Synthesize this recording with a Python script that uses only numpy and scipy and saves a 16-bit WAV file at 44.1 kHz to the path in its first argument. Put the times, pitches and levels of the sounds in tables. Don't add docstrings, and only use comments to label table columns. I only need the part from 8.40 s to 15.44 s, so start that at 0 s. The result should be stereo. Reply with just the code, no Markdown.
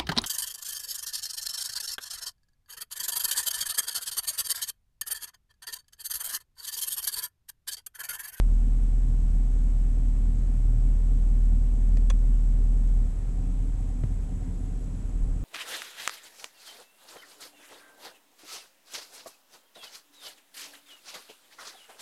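import sys
import numpy as np
from scipy import signal
from scipy.io import wavfile

SR = 44100
rng = np.random.default_rng(int(sys.argv[2]) if len(sys.argv) > 2 else 0)


def int16_out(signal):
    q = np.round(np.clip(np.atleast_2d(signal).T, -1, 1) * 32767)
    wavfile.write(sys.argv[1], SR, q.astype(np.int16))


N = 310464
TIME = np.arange(N) / SR

# relative pulse level in dB, bank (0 or 1).
CYLINDER_PULSES = [(4, 0), (-2, 1), (-2, 0), (-1, 1), (3, 1), (-1, 0), (-3, 1), (-1, 0)]
# frequency in Hz, relative level in dB, t60 in s.
TRIM_MODES = [(346, -17, .04), (514, -10.5, 0.055), (766, -17.5, 0.05), (1090, -7, 0.027),
              (1250, -8.5, 0.035), (1640, -13, .022), (1950, -9.5, 0.02), (2390, -7, 0.02),
              (2520, -4, 0.026), (3370, -12, 0.028), (4000, -22, 0.015), (5130, -21, .02),
              (5700, -17, 0.018), (5950, -6.5, 0.022), (6780, -8.5, 0.016), (7580, -17, 0.014),
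              (8830, -19, 0.016), (10300, -30, .008)]


def from_db(db):
    return 10 ** (np.asarray(db) / 20)


def rms_one(x):
    return x / np.sqrt(np.mean(x ** 2) + 1e-20)


def in_time(rows):
    return np.interp(TIME, *np.transpose(rows))


def at_hz(points, hz):
    freqs, values = np.transpose(points)
    return np.interp(np.log(hz), np.log(freqs), values)


def ramp(start_s, length_s):
    return np.clip((TIME - start_s) / length_s, 0, 1)


def drift(rate_hz):
    step = 40
    pole = np.exp(-2 * np.pi * rate_hz * step / SR)
    noise = rng.standard_normal(N // step + 2002)
    slow = signal.lfilter([1], [1, -2 * pole, pole * pole], noise)[2000:]
    return np.interp(np.arange(N) / step, np.arange(len(slow)), rms_one(slow))


def band(x, low_hz, high_hz):
    sos = signal.butter(2, [low_hz, high_hz], "band", fs=SR, output="sos")
    return signal.sosfilt(sos, x + 1e-18)


def low_pass(x, order, cutoff_hz):
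    return signal.sosfilt(signal.butter(order, cutoff_hz, fs=SR, output="sos"), x)


def resonate(drive, modes):
    out = 0
    for hz, width_hz, db in modes:
        edges = hz - width_hz / 2, hz + width_hz / 2
        out = out + from_db(db) * rms_one(band(band(drive, *edges), *edges))
    return out


def ring(clicks, hz, t60_s):
    pole = np.exp(-np.log(1000) / (t60_s * SR))
    w = 2 * np.pi * hz / SR
    return signal.lfilter([0, np.sin(w)], [1, -2 * pole * np.cos(w), pole * pole], clicks + 1e-18)


def strike(events, modes):
    clicks = np.zeros(N)
    for s, db in events:
        clicks[round(s * SR)] += from_db(db)
    out = 0
    for k, (hz, db, t60_s) in enumerate(modes):
        out = out + (-1) ** k * from_db(db) * ring(clicks, hz, t60_s)
    return out


def burst(events, t60_s):
    envelope = 0
    for s, db in events:
        decay = np.exp(-np.log(1000) * np.abs(TIME - s) / t60_s)
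        envelope = envelope + from_db(db) * (TIME >= s) * decay
    return envelope * rng.standard_normal(N)


def reflections(x, t60_s):
    t = TIME[:SR // 10]
    echoes = rng.standard_normal((2, len(t))) * np.exp(-np.log(1000) * t / t60_s)
    echoes = echoes / np.sqrt(np.sum(echoes ** 2) / 2)
    return signal.fftconvolve(x[None], echoes, axes=1)[:, :N]


def boom(firings, shut, waver_db=0.4, overtone_waver_db=2.7):
    # time in s, level of the fundamental in dB rms.
    boom_levels = [(0.0, -18), (0.13, -19), (0.24, -20.5), (0.95, -20.5), (1.85, -21), (1.99, -22.5),
                   (2.5, -19.5), (2.85, -20.5), (3.12, -19), (3.32, -21.5), (3.55, -18.5), (4.1, -20.5),
                   (4.63, -20), (4.71, -27.5), (5.15, -25), (5.8, -28.5), (5.9, -30.5), (6.5, -31.5),
                   (6.58, -34), (6.78, -24.5), (7.04, -29)]
    # multiple of the firing rate, dB re fundamental with the valves open, same with them shut.
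    overtones = [(2, -20.3, -19), (3, -22.3, -20.5)]
    turn = 2 * np.pi * firings
    wave = np.cos(turn)
    for k, open_db, shut_db in overtones:
        level_db = open_db + shut * (shut_db - open_db) + overtone_waver_db * drift(3.1)
        wave = wave + from_db(level_db) * np.cos(round(k) * turn)
    return -np.sqrt(2) * from_db(in_time(boom_levels) + waver_db * drift(4.0)) * wave


def pulses(firings, uneven_db, jitter_firings, rough, bank_lag_s=0.0012):
    at = np.flatnonzero(np.diff(np.floor(firings + jitter_firings * drift(20))) > 0)
    cylinder_db, bank = np.resize(CYLINDER_PULSES, (len(at), 2)).T
    arrive = np.clip(at + np.round(bank) * bank_lag_s * SR, 0, N - 1).astype(int)
    train = np.zeros(N)
    train[arrive] = from_db(cylinder_db + uneven_db * rng.standard_normal(len(at)))
    gas = rng.standard_normal(N) * np.exp(-2.5 * (firings % 1))
    return rms_one(train) + rough * rms_one(gas)


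def shake(firings, shut, waver_db=3.3, slip_rad=0.25):
    # multiple of the four-stroke cycle rate, dB rms with the valves open, dB rms with them shut.
    cycle_lines = [(4, -48.5, -57), (5, -55, -57), (6, -53, -52), (7, -58, -48), (9, -47.5, -52),
                   (10, -51, -53), (12, -51, -55), (13, -56, -58), (15, -57, -55), (18, -47, -47),
                   (20, -57, -58), (21, -62, -56), (23, -53, -57), (28, -56, -62), (33, -56, -56),
                   (36, -59, -58), (45, -57, -72), (49, -56, -72), (52, -60, -63), (58, -62, -65)]
    cycle = 2 * np.pi * firings / len(CYLINDER_PULSES)
    out = 0
    for k, open_db, shut_db in cycle_lines:
        gain = from_db(open_db + shut * (shut_db - open_db) + waver_db * drift(3.2))
        phase = 2 * np.pi * rng.random() + slip_rad * drift(0.36)
        out = out + gain * np.sin(round(k) * cycle + phase)
    return np.sqrt(2) * out


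def engine(wander_hz=0.0756, left_lag_s=0.00027):
    # time in s, mean firings per s.
    firing_rates = [(0.0, 38.68), (1.1, 38.45), (2.7, 38.6), (3.1, 39.0), (3.7, 38.74), (5.7, 38.7),
                    (6.4, 38.35), (7.04, 38.7)]
    # centre in Hz, width in Hz, level in dB rms.
    cabin_modes = [(77, 80, -54), (115.7, 55.5, -51), (167, 14, -66), (176.2, 12.2, -48),
                   (248.8, 19.9, -51), (265.9, 27.1, -50.5), (277.6, 15.6, -55.5), (405, 18, -82),
                   (445, 51, -67.5), (503.4, 43, -76), (737.7, 73, -65)]
    # centre in Hz, width in Hz, dB rms before the valve fade.
    open_pipe_modes = [(124.54, 27.4, -43.5), (223.25, 16.6, -48), (234.35, 20.6, -47)]
    shut_at_s, shut_takes_s = 4.63, 0.078
    detour_s, settles_s = 0.0086, 0.16
    speed = in_time(firing_rates) + wander_hz * drift(2.43)
    shut = ramp(shut_at_s, shut_takes_s)
    firings = np.cumsum(speed) / SR - ramp(shut_at_s, settles_s) * detour_s * speed.mean()
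    puffs = pulses(firings, uneven_db=2.8, jitter_firings=0.008, rough=0.18)
    right = boom(firings, shut) + shake(firings, shut)
    right = right + resonate(puffs, cabin_modes)
    right = right + (1 - shut) * resonate(puffs, open_pipe_modes)
    left = np.interp(TIME - left_lag_s, TIME, right)
    return np.array([left, right])


def switch(ring_db=-13.0, echo_db=-5.0):
    # time in s, noise level in dB before the band-pass.
    finger_pats = [(3.569, -25.5)]
    # time in s, snap noise in dB before its band-pass,
    # band from Hz, band up to Hz, trim strike in dB before ring_db.
    contacts = [(3.569, -35.5, 1700, 2500, -41), (3.5712, -41, 1900, 7000, -37.5),
                (3.5765, -41, 1700, 2600, -47), (3.6988, -36, 1500, 7000, -30),
                (3.7006, -28, 1400, 3000, -18.5), (3.7024, -31.5, 500, 7000, -16),
                (3.705, -20.5, 500, 1600, -26), (3.710, -39, 1300, 3600, -29)]
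    pat = band(burst(finger_pats, t60_s=0.05), 280, 560)
    snaps = 0
    for s, db, low_hz, high_hz, _ in contacts:
        snaps = snaps + band(burst([(s, db)], t60_s=0.018), low_hz, high_hz)
    trim = from_db(ring_db) * strike([(s, db) for s, *_, db in contacts], TRIM_MODES)
    click = pat + snaps + trim
    return click + from_db(echo_db) * reflections(click, t60_s=0.028)


def bump(soft_hz=1600, tick_db=-25.0, trim_db=-39):
    # time in s, blow level in dB.
    blows = [(5.6357, -15)]
    # frequency in Hz, dB re blow, t60 in s.
    thud_modes = [(106, 0.6, 0.077), (149, -1.3, 0.034), (226, -10.5, 0.048), (373, -16.5, 0.029),
                  (626, -25, 0.025), (1360, -42, 0.021), (2180, -45, .028)]
    # frequency in Hz, dB re blow before the low-pass, t60 in s.
    rocking_modes = [(1000, 0.5, .006), (350, -1, .011), (170, -9, .02), (75, -16, .09)]
    rocking = low_pass(strike(blows, rocking_modes), 6, soft_hz)
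    tick = from_db(tick_db) * band(burst(blows, t60_s=0.045), 300, 2400)
    trim = from_db(trim_db) * strike(blows, TRIM_MODES)
    return strike(blows, thud_modes) + tick + trim + rocking * np.array([[1], [-1]])


def screen(whine_db=-63, tick_db=-67.5, left_db=-12, frame_hz=59.94):
    # share of the frame, relative level in dB.
    whine_shape = [(0, -2), (.08, 0), (.22, 0), (.33, -18), (.66, -16), (.82, -5), (.95, -4)]
    # share of the frame, relative tick level in dB.
    frame_ticks = [(.25, 0), (.56, -6), (.82, -11)]
    frames = TIME * frame_hz
    swell = from_db(np.interp(frames, *np.transpose(whine_shape), period=1))
    whine = swell * np.sin(2 * np.pi * 7780 * TIME + 1.7 * drift(21))
    sparks = 0
    for share, db in frame_ticks:
        sparks = sparks + from_db(db) * np.exp(-((frames - share) % 1) / 0.05)
    ticks = band(sparks * rng.standard_normal(N), 6360, 7470)
    both = from_db(whine_db) * rms_one(whine) + from_db(tick_db) * rms_one(ticks)
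    return both * np.array([[from_db(left_db)], [1]])


def air(level_db=-38.5, flicker_db=0.78, lean_db=1.87):
    # frequency in Hz, relative level in dB per Hz.
    air_spectrum = [(20, -15.5), (60, 2), (135, -5), (185, -9.5), (280, -17.5), (350, -18.5), (700, -22.5),
                    (1200, -28), (2200, -37.5), (4500, -46), (6300, -43), (8000, -42.5), (10000, -43.5),
                    (13000, -54)]
    # frequency in Hz, left-right correlation (-1 to 1).
    likeness = [(60, 0.78), (130, 0.96), (290, 0.64), (430, 0.14), (650, -0.57), (1300, -0.72),
                (2400, -0.03), (4200, 0.27), (11000, -0.16)]
    edges_hz = 16 * 2 ** (np.arange(31) / 3)
    white = rng.standard_normal((2, 2, N))
    sides = np.array([[1], [-1]])
    out = 0
    for k, (low_hz, high_hz) in enumerate(zip(edges_hz, edges_hz[1:])):
        mid, side = band(white[k % 2], low_hz, high_hz)
        hz = np.sqrt(low_hz * high_hz)
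        alike = np.clip(at_hz(likeness, hz), -1, 1)
        gain = from_db(at_hz(air_spectrum, hz) + flicker_db * drift(13.6))
        lean = from_db(-sides * lean_db * (hz > 6500))
        out = out + gain * lean * (np.sqrt(1 + alike) * mid + np.sqrt(1 - alike) * side * sides)
    return from_db(level_db) * rms_one(out)


def buffet(bed_db=-46.5, swell_db=13, swell_at_s=6.57, rise_s=0.2):
    rumble = rms_one(band(rng.standard_normal(N), 18, 36))
    return from_db(bed_db + swell_db * ramp(swell_at_s, rise_s)) * rumble


def scene():
    return engine() + switch() + bump() + screen() + air() + buffet()


def record(dry):
    return low_pass(dry, 12, 12200)


dry = scene()
out = record(dry)
int16_out(out)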